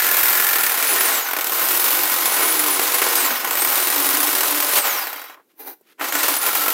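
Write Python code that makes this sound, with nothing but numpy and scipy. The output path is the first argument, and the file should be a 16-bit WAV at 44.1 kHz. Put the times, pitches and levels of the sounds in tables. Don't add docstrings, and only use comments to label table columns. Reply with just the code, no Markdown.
import sys
import numpy as np
from scipy import signal
from scipy.fft import rfft, irfft, next_fast_len
from scipy.io import wavfile
from scipy.ndimage import uniform_filter1d, minimum_filter1d

SR = 44100
rng = np.random.default_rng(int(sys.argv[2]) if len(sys.argv) > 2 else 0)


def log_audio(samples):
    frames = np.atleast_2d(samples).T
    limited = np.clip(frames, -1, 1)
    pcm = np.round(limited * 32767).astype(np.int16)
    wavfile.write(sys.argv[1], SR, pcm)


N = 296793
TIME = np.arange(N) / SR
WHINE_PER_STROKE, WHINE_PER_TURN = 220, 36
EDGE_FREE_S = (0, 1)

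# (pressed [s], let go [s], spin-up time constant [s], coasting time constant [s])
TRIGGER = [(-.4, 1.022, 0.15, 0.73), (1.356, 3.147, .14, .56), (3.407, 4.751, .16, 0.57),
           (5.958, 6.999, .15, 0.51)]
# (time [s], relative level [dB], low part's offset [dB])
KNOCKS = [(.112, -3.5, -7), (.143, -1.5, -3), (.168, 3.5, -8), (.231, 10, -7), (.282, 3.5, -6),
          (.329, 1, -7.5), (0.399, -2.5, -3), (.423, -6, -7), (.445, -3, -3), (.467, -2.5, -3.5),
          (.488, -3, -3), (.509, -7.5, -5), (.531, -3.5, -2), (.557, -3, 0.5), (.584, -4.5, -4.5),
          (.634, 2.5, 0.5), (0.664, 3.5, 0), (.695, -3, -3.5), (.719, -6.5, -5), (.742, -5.5, -4),
          (.774, -2, -5), (.825, 1, -1.5), (1.007, 2.5, 2.5), (1.286, -7, 6.5), (1.31, -5, 5),
          (1.333, -3.5, 6), (1.365, -2, 5), (1.387, -4, 6.5), (1.409, -0.5, -5), (1.443, 0.5, -6.5),
          (1.469, 0, -8), (1.495, -6, -3.5), (1.52, -3.5, 1), (1.547, -3, -4.5), (1.686, 1, -5),
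          (1.796, 1, -3), (1.842, 2, -7), (2.034, -2.5, -1), (2.162, -5.5, -2), (2.256, 5.5, -4),
          (2.593, 1, 1), (2.661, -0.5, -1), (2.794, -1, 6), (2.919, -7, -2), (2.943, 9, 0), (2.984, -2, 0),
          (3.017, 2, 7), (3.064, -3, 3), (3.154, 6, -6.5), (3.305, -8.5, 10), (3.446, -4, 4),
          (3.474, -4.5, 2.5), (3.509, -1.5, -5), (3.553, -2.5, 0.5), (3.572, -3, 0), (3.62, -3.5, -0.5),
          (3.647, -0.5, 0.5), (3.673, -3, -3), (3.756, 0.5, -2), (3.871, 0.5, -3.5), (3.901, -5, -1),
          (3.925, -4, -1), (3.96, 0, 0.5), (4.045, -2, 0.5), (4.089, -2, -6), (4.17, 2.5, -5),
          (4.203, -1, -1), (4.23, 4, -7), (4.271, -2, -4), (4.351, 3.5, -5.5), (4.382, 0, -5),
          (4.407, 3, -2.5), (4.432, 0, 3), (4.507, -3, 1), (4.546, -8, -8), (4.602, 1, -3),
          (4.624, 1.5, -4), (4.757, -1, 1.5), (4.841, -9, 5.5), (5.069, -9.5, 6), (5.129, -10.5, 2.5),
          (5.16, -14.5, 3), (5.195, -17, 4.5), (5.216, -17.5, 4), (5.24, -19.5, 7.5), (5.297, -27.5, 15.5),
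          (5.343, -39, 20), (5.996, -21, 8), (6.01, -15, 15.5), (6.041, -11.5, 9.5), (6.123, -4.5, 5),
          (6.152, 3, 3), (6.231, -1, 1), (6.282, 7.5, 0.5), (6.339, -8, 1), (6.365, 1.5, -4),
          (6.464, 3, -6), (6.53, -5, 5), (6.551, -4.5, 6.5), (6.66, -2.5, 4), (6.681, 1, 1.5),
          (6.702, 2, -1.5)]
KNOCK_S = np.array(KNOCKS)[:, 0]
# (frequency [Hz], level [dB])
SHEET_SPECTRUM = [(30, -54), (85, -40.5), (130, -26.5), (195, -21.5), (240, -12), (285, -4), (450, -5),
                  (750, -0.5), (1200, 0), (1700, -2), (2300, -3), (3000, -7), (4500, -31.5)]
# (frequency [Hz], bandwidth [Hz], gain [dB])
SHEET_MODES = [(266, 24, -3.5), (465, 20, 4), (530, 40, 1), (690, 77, -1), (814, 34, 3.5), (936, 60, -1),
               (1035, 58, 4), (1056, 60, 2.5), (1300, 56, 2.5), (1388, 53, 2.5), (1476, 31, 5),
               (1540, 60, 1), (1893, 120, 3), (2203, 48, 2.5)]
# (frequency [Hz], level [dB])
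EDGE_SPECTRUM = [(300, -59), (900, -40.5), (1330, -10), (1440, -13.5), (1560, -6.5), (2050, -6.5),
                 (2210, -6.5), (2400, -8), (3200, -18.5)]
# (frequency [Hz], bandwidth [Hz], gain [dB])
SAW_MODES = [(3900, 140, 2), (4460, 240, 1.5), (5030, 190, 2), (6200, 150, 1.5), (7850, 460, 3.5)]


def from_db(db):
    return 10 ** (np.asarray(db) / 20)


def rms_one(x):
    return x / np.sqrt(np.mean(x ** 2) + 1e-20)


def in_time(rows):
    s, *columns = np.transpose(rows)
    return [np.interp(TIME, s, column) for column in columns]


def white():
    return rng.standard_normal(N)


def drift(rate):
    points = rng.standard_normal(N // 8)
    return 1.2 * np.interp(TIME * rate, np.arange(len(points)), points)


def coloured(x, spectrum, modes=()):
    size = next_fast_len(N + 8192)
    hz = np.maximum(np.arange(size // 2 + 1) * SR / size, 1)
    point_hz, point_db = np.transpose(spectrum)
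    gain = from_db(np.interp(np.log(hz), np.log(point_hz), point_db))
    gain *= np.interp(hz, [15700, 16600], [1, 0])
    body = 1 + sum((from_db(db) - 1) / (1 + 2j * (hz - centre) / width) for centre, width, db in modes)
    response = gain * body
    return irfft(rfft(x, size) * response / np.sqrt(np.mean(np.abs(response) ** 2)), size)[:N]


def held(start_s, end_s):
    return from_db(-90 * np.abs(TIME - np.clip(TIME, start_s, end_s)))


def bursts(times, db, rise_s, decay_s):
    out, age = np.zeros(N + SR), np.arange(SR // 10) / SR
    shape = (1 - np.exp(-age / rise_s)) * np.exp(-age / decay_s)
    for s, height in zip(times, from_db(db)):
        out[round(s * SR):][:len(age)] += height * shape / shape.max()
    return out[:N]


def driven_mode(hz, width_hz, steady=0):
    wander = steady + drift(1.5 * width_hz) + 1j * drift(1.5 * width_hz)
    return rms_one((wander * np.exp(2j * np.pi * np.cumsum(hz * np.ones(N)) / SR)).real)


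def powered():
    pressed = sum((TIME >= on) & (TIME < off) for on, off, *_ in TRIGGER)
    return uniform_filter1d(pressed * 1., SR // 50)


def running():
    return np.interp(TIME, [5.345, 5.365, 5.975, 6.005], [1, 0, 0, 1])


def slack(peak_s):
    ages = [np.maximum(TIME - off, 0) / peak_s for _, off, *_ in TRIGGER]
    return sum(age * np.exp(1 - age) for age in ages)


def motor_speed():
    friction = .3
    speed = np.zeros(N)
    for on, off, spin_up_s, coast_s in TRIGGER:
        start = np.interp(on, TIME, speed)
        driven = 1 - (1 - start) * np.exp(-np.clip(TIME - on, 0, off - on) / spin_up_s)
        coasting = (driven + friction) * np.exp(-np.maximum(TIME - off, 0) / coast_s) - friction
        speed = np.where(TIME >= on, np.maximum(coasting, .01), speed)
    return speed


def stroke_clock(whine_hz):
    angle = 2 * np.pi * np.cumsum(whine_hz / WHINE_PER_STROKE) / SR
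    angle -= np.interp(TIME, KNOCK_S, np.unwrap(np.interp(KNOCK_S, TIME, angle)))
    count = angle / (2 * np.pi) + 1
    return count.astype(int), count % 1 * WHINE_PER_STROKE / np.maximum(whine_hz, 100)


def stroke_bites(whine_hz):
    # (time [s], bite against steady friction [ratio])
    chatter = [(0, 2.2), (.45, 1.4), (.8, 1.4), (.92, 1.5), (1.4, 1.3), (1.7, 1.2), (2.2, 1.9), (2.42, .9),
               (2.7, 1.2), (3.1, 1.3), (3.5, 1.5), (3.9, 1.8), (4.3, 1.4), (4.7, 1.3), (6.1, 1.15),
               (6.7, 1.6)]
    _, age = stroke_clock(whine_hz)
    return in_time(chatter)[0] * powered() * np.exp(-age / .0028)


def biting(bites):
    power = 1 + bites ** 2
    return np.sqrt(power / uniform_filter1d(power, SR // 8))


def tooth_contact():
    jerks = rms_one(from_db(.5 * drift(1500) + drift(120)))
    next_knock = np.minimum(np.searchsorted(KNOCK_S, TIME), len(KNOCK_S) - 1)
    wait_s = np.abs(KNOCK_S[next_knock] - TIME)
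    return jerks * running() * from_db(-3.5 * np.exp(-wait_s / .01))


def by_speed(speed, law):
    full_db, halving_db, stall_speed, swell_db = law
    stalled = np.minimum(np.log2(speed / stall_speed), 0)
    return full_db + halving_db * np.log2(speed) + 5.5 * stalled + swell_db * slack(peak_s=.19)


def cut_levels(speed):
    # (time [s], level [dB], extra hiss [dB])
    feed = [(0, 0, 1), (.26, 0.5, 3.5), (.65, -1, 1.5), (.8, -1.6, -1), (1.05, 1, -0.5), (1.3, -2, 0),
            (1.55, -2.5, 2), (1.9, 0.5, 2), (2.31, 0, -2), (2.56, -0.5, 0), (3.1, 1.3, -4.5),
            (3.25, 1, 0.5), (3.45, -2.5, -0.5), (3.63, -1.1, 2), (3.9, 0, -1), (4.08, 0.5, -0.1),
            (4.67, -0.5, -2), (5.24, -2.5, 2.5), (6.15, 3, -4), (6.5, -1, 0)]
    # (time [s], half length [s], sheet gain [dB], blade gain [dB])
    grabs = [(1.24, 0.028, -1, -2), (1.42, 0.066, 0.5, -1.5), (2.428, 0.061, 4.5, 1.3),
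             (3.379, 0.035, -1, 1), (3.48, 0.055, 1.5, -2), (4.76, 0.035, 4, 5), (4.82, 0.017, -6, -5.5),
             (4.882, 0.096, 3, 2), (5.276, 0.076, -2, 2), (6.025, 0.032, 8.5, 5.5), (6.118, 0.013, -6, -6),
             (6.388, 0.022, -7, -7.5), (6.238, 0.011, 3, 3), (6.478, 0.024, 4.5, 1)]
    # (full-speed level [dB], loss per halving [dB], stall speed [share], slack swell [dB])
    sheet_law = (-25.5, 6.5, 0.19, 4.5)
    rasp_law = (-25, 9, 0.4664, 3.5)
    hiss_law = (-21, 9.5, 0.44, 3)
    feed_db, treble_db = in_time(feed)
    s, half_s, sheet_db, blade_db = np.transpose(grabs)
    bumps = np.exp(-np.minimum(((TIME[:, None] - s) / half_s) ** 2, 20))
    return (by_speed(speed, sheet_law) + feed_db + bumps @ sheet_db,
            by_speed(speed, rasp_law) + feed_db + bumps @ blade_db,
            by_speed(speed, hiss_law) + feed_db + bumps @ blade_db + treble_db)


def sheet_vibration(bites, contact, level_db):
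    # (start [s], end [s], first frequency [Hz], last frequency [Hz],
    # bandwidth [Hz], level against the sheet [dB], steady against wandering part [ratio])
    notes = [(-0.2, .8, 1420, 1378, 110, -7, .5), (0, .45, 372, 377, 30, -19.5, .5),
             (.74, 1.02, 392, 378, 22, -15, 1.6), (0, 1.5, 815, 795, 41, -15.5, 0.83),
             (1, 1, 299, 294, 20, -17.5, 1.9), (1.3, 1.35, 1490, 1490, 60, -9.5, .9),
             (2.2, 2.05, 300, 308, 24, -19.5, 1.2), (1.55, 2.2, 1500, 1500, 137, -16.5, 1),
             (1.2, 2.25, 376, 340, 28, -18.5, 1), (2, 3.3, 2205, 2205, 70, -14.5, .5),
             (2.5, 2.75, 322, 288, 20, -14.5, 2), (2.58, 2.78, 378, 376, 18, -13, 1.8),
             (3, 3.2, 380, 358, 20, -16, 1.8), (3.5, 3.31, 300, 245, 60, -10, .6),
             (2.5, 3.15, 455, 485, 18, -16, 2), (4, 4.65, 284, 296, 30, -13.5, 1.1),
             (3.5, 4.56, 362, 379, 30, -16, 1), (4.5, 4.92, 590, 570, 70, -14, .4),
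             (5.978, 6.36, 297, 300, 36, -19, 0.71), (6.5, 6.732, 1350, 1345, 100, -4, 0.83)]
    sheet = coloured(biting(.83 * bites) * contact * white() * from_db(level_db),
                     SHEET_SPECTRUM, SHEET_MODES)
    clatter = biting(.44 * bites) * contact * held(*EDGE_FREE_S) * from_db(level_db - 1.5)
    sheet += coloured(clatter * white(), EDGE_SPECTRUM)
    for start_s, end_s, first_hz, last_hz, width_hz, db, steady in notes:
        hz = np.interp(TIME, [start_s, end_s], [first_hz, last_hz])
        envelope = running() * held(start_s, end_s) * from_db(level_db + db)
        sheet += envelope * driven_mode(hz, width_hz, steady)
    return sheet


def cutting(speed, whine_hz):
    # (frequency [Hz], level [dB])
    rasp_spectrum = [(400, -59.5), (1500, -24.5), (2700, -0.5), (3500, 1), (5000, -0.5), (7000, -0.5),
                     (9000, -4.5), (11000, -2.5), (16000, -11)]
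    hiss_spectrum = [(2000, -72.5), (6000, -28.5), (9000, -8.5), (11000, -6.5), (12200, -3.5), (13100, 2),
                     (13900, 3), (14800, 0), (15800, -8)]
    rumble_spectrum = [(20, -10), (45, -0.5), (80, -2), (130, 7), (200, 5.5), (400, -21)]
    sheet_db, rasp_db, hiss_db = cut_levels(speed)
    bites, contact = stroke_bites(whine_hz), tooth_contact()
    force = biting(bites) * contact
    sheet = sheet_vibration(bites, contact, sheet_db)
    rasp = coloured(force * white() * from_db(rasp_db), rasp_spectrum, SAW_MODES)
    hiss = coloured(force * white() * from_db(hiss_db), hiss_spectrum)
    rumble = coloured(force * white() * powered() * from_db(hiss_db - 34.5), rumble_spectrum)
    return coast_dulling(sheet + rasp + hiss, whine_hz) + rumble


def motor_whine(speed, whine_hz, full_db):
    coasting = 1 - powered()
    rattle = .016 * coasting * drift(600) * np.sqrt(10000 / np.maximum(whine_hz, 2000))
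    cycles = np.cumsum(whine_hz * (1 + rattle + .002 * drift(250) + .002 * drift(25))) / SR
    turn = np.exp(2j * np.pi * cycles / WHINE_PER_TURN)
    tone = np.exp(2j * np.pi * cycles) * (1 + from_db(-15.5) * turn + from_db(-15) / turn)
    flicker = from_db((3.5 + .61 * coasting) * drift(90))
    halving_db = 15.5 + 9.5 * powered()
    level_db = full_db - 1.5 + halving_db * np.log2(speed) + 3.5 * slack(peak_s=.076)
    return running() * from_db(level_db) * rms_one(tone.real * flicker)


def blade_ring(whine_hz):
    # (time [s], frequency [Hz], level [dB])
    ring = [(0, 1725, -31.5), (.15, 1725, -29.5), (.3, 1710, -34), (.43, 1735, -29.5), (.56, 1775, -32.5),
            (.68, 1790, -30.5), (.76, 1820, -42), (.94, 1817, -39), (1.02, 1830, -28), (1.1, 1840, -43),
            (1.3, 1840, -80)]
    hz, db = in_time(ring)
    number, age = stroke_clock(whine_hz)
    strength, phase = rng.standard_normal((1000, 2)).T
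    plucks = (from_db(2 * strength) * np.exp(.7j * phase))[number] * np.exp(-age / .011)
    swell = signal.sosfilt(signal.butter(2, 130, fs=SR, output="sos"), plucks)
    return from_db(db) * rms_one((swell * np.exp(2j * np.pi * np.cumsum(hz) / SR)).real)


def knocking():
    # (frequency [Hz], level [dB])
    steel_spectrum = [(200, -51), (1200, -19.5), (2800, -5.5), (6000, -5.5), (9000, -4.5), (11500, -1.5),
                      (13600, 7.5), (16000, -6)]
    s, db, low_db = np.transpose(KNOCKS)
    rattle = rms_one(from_db(2 * drift(1200)))
    low = bursts(s, db + low_db - 21.5, rise_s=.00066, decay_s=.0069) * rattle * white()
    high = bursts(s, db - 16, rise_s=.00026, decay_s=.0066) * rattle * white()
    free = held(*EDGE_FREE_S)
    plastic = coloured(low * (1 - .5 * free), SHEET_SPECTRUM, SHEET_MODES)
    edge = coloured(low * free * from_db(-2), EDGE_SPECTRUM)
    return plastic + edge + coloured(high, steel_spectrum, SAW_MODES)


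def shoe_ring(speed):
    # (frequency [Hz], bandwidth [Hz], relative level [dB])
    modes = [(2130, 110, -5), (3280, 180, -4.5), (3900, 220, -1), (4680, 120, -4), (5400, 100, -6),
             (6000, 190, -6.5), (6800, 170, -14), (7400, 91, -14.5)]
    drive = np.interp(speed, [.1, .16, .3, .5], [0, .31, 1, .3]) * (1 - powered())
    ring = rms_one(sum(driven_mode(hz, width_hz) * from_db(db) for hz, width_hz, db in modes))
    return from_db(-44.5) * running() * drive * ring


def coast_dulling(x, whine_hz):
    # (lower edge [Hz], upper edge [Hz], gain [dB])
    bands = [(190, 560, -4.5), (2600, 2900, -1), (6000, 10500, -3.5)]
    slowed = np.interp(whine_hz, [6700, 8000], [1, 0]) * (1 - powered())
    for low_hz, high_hz, db in bands:
        bandpass = signal.butter(2, [low_hz, high_hz], "band", fs=SR, output="sos")
        x = x + (from_db(db * slowed) - 1) * signal.sosfiltfilt(bandpass, x)
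    return x


def brush_rub():
    # (time [s], level [dB])
    levels = [(5.2, -98), (5.33, -63), (5.37, -54.5), (5.405, -56), (5.43, -69), (5.46, -99)]
    # (frequency [Hz], level [dB])
    spectrum = [(150, -25.5), (300, 0.5), (600, -2), (1100, 2.5), (2100, -8), (3200, -20.5), (8000, -35),
                (14000, -25.5)]
    return coloured(from_db(in_time(levels)[0] + 2.3 * drift(120)) * white(), spectrum)


def handling():
    # (time [s], level [dB])
    slide_levels = [(5.55, -74), (5.574, -56), (5.584, -46), (5.593, -46), (5.6, -37), (5.618, -36.5),
                    (5.652, -40.5), (5.675, -31.5), (5.7, -33), (5.74, -46), (5.76, -69), (5.79, -92)]
    rustle_levels = [(5.47, -82), (5.503, -63), (5.55, -75), (5.8, -83.5), (5.84, -70), (5.87, -60),
                     (5.905, -53.5), (5.93, -56.5), (5.96, -82)]
    tap_levels = [(5.475, -64), (5.81, -50)]
    # (frequency [Hz], level [dB])
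    slide_spectrum = [(90, -42), (190, -33), (280, 0), (500, -4), (800, -3), (1250, -9.5), (1600, -8),
                      (2900, -17), (6000, -19), (8000, -22), (10500, -9.5), (12200, -2.5), (13800, 1.5),
                      (15800, -6)]
    rustle_spectrum = [(90, -42), (200, -14), (350, 2.5), (550, -13), (1400, -3), (3000, -6.5),
                       (8000, -18.5), (13700, -10), (16000, -20)]
    tap_spectrum = [(100, -27), (330, 4), (700, -14), (3000, -39.5), (15000, -18)]
    # (frequency [Hz], bandwidth [Hz], gain [dB])
    loose_modes = [(441, 29, 9.5), (820, 45, 9.5), (1050, 45, 6.5), (1470, 60, 5), (2040, 36, 10),
                   (2400, 40, 9), (2780, 65, 7), (4040, 200, 9.5), (4460, 65, 10.5), (5040, 62, 10),
                   (5860, 98, 10), (6310, 150, 6.5)]
    slide = from_db(in_time(slide_levels)[0] + 1.6 * drift(160)) * white()
    rustle = from_db(in_time(rustle_levels)[0] + 2.1 * drift(300)) * white()
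    taps = bursts(*np.transpose(tap_levels), rise_s=.001, decay_s=.006) * white()
    return (coloured(slide, slide_spectrum, loose_modes) + coloured(rustle, rustle_spectrum)
            + coloured(taps, tap_spectrum))


def reflections(x, t60_s, wet_db):
    age = np.arange(SR // 3) / SR
    tail = rng.standard_normal(len(age)) * from_db(-60 * age / t60_s) * (age > .004)
    return x + from_db(wet_db) * signal.fftconvolve(x, tail / np.sqrt(np.sum(tail ** 2)))[:N]


def scene():
    # (time [s], frequency [Hz], relative level [dB])
    motor = [(0, 10220, -36), (.3, 9950, -33.5), (.5, 10070, -34.5), (.75, 9830, -26),
             (1.025, 10020, -22.5), (1.5, 9840, -36.5), (1.75, 10030, -29), (1.95, 10000, -29),
             (2.22, 9800, -28.5), (2.245, 10180, -28.5), (2.42, 9800, -21.5), (2.85, 9860, -26),
             (3.13, 9800, -26.5), (3.5, 9700, -26), (3.68, 9740, -25.5), (3.9, 9760, -27.5),
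             (4.6, 9720, -28), (4.75, 9800, -24.5), (5.15, 9470, -24), (6.16, 10380, -18),
             (6.24, 10470, -24), (6.47, 10410, -24), (6.56, 10240, -35)]
    # (frequency [Hz], level [dB])
    background = [(30, -40.5), (110, -22), (330, 3), (600, -12), (1300, -24), (8000, -23.5),
                  (13800, -21), (16000, -25.5)]
    speed = motor_speed()
    full_hz, full_db = in_time(motor)
    whine_hz = speed * full_hz
    sound = cutting(speed, whine_hz) + motor_whine(speed, whine_hz, full_db) + blade_ring(whine_hz)
    sound += knocking() + shoe_ring(speed) + brush_rub() + handling()
    sound = reflections(sound, t60_s=.26, wet_db=-16.5)
    return np.tile(sound + from_db(-66.5) * coloured(white(), background), (2, 1))


def record(dry):
    ceiling, release_db_per_s, cutoff_hz = .62, 1500, 15800
    over_db = np.maximum(20 * np.log10(np.abs(dry[0]) / ceiling + 1e-9), 0)
    release_db = release_db_per_s * TIME
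    reduction_db = np.maximum.accumulate(over_db + release_db) - release_db
    gain_db = uniform_filter1d(minimum_filter1d(-reduction_db, SR // 2000), SR // 2000)
    lowpass = signal.ellip(10, .1, 80, cutoff_hz, fs=SR, output="sos")
    return signal.sosfilt(lowpass, dry * from_db(gain_db))


dry = scene()
out = record(dry)
log_audio(out)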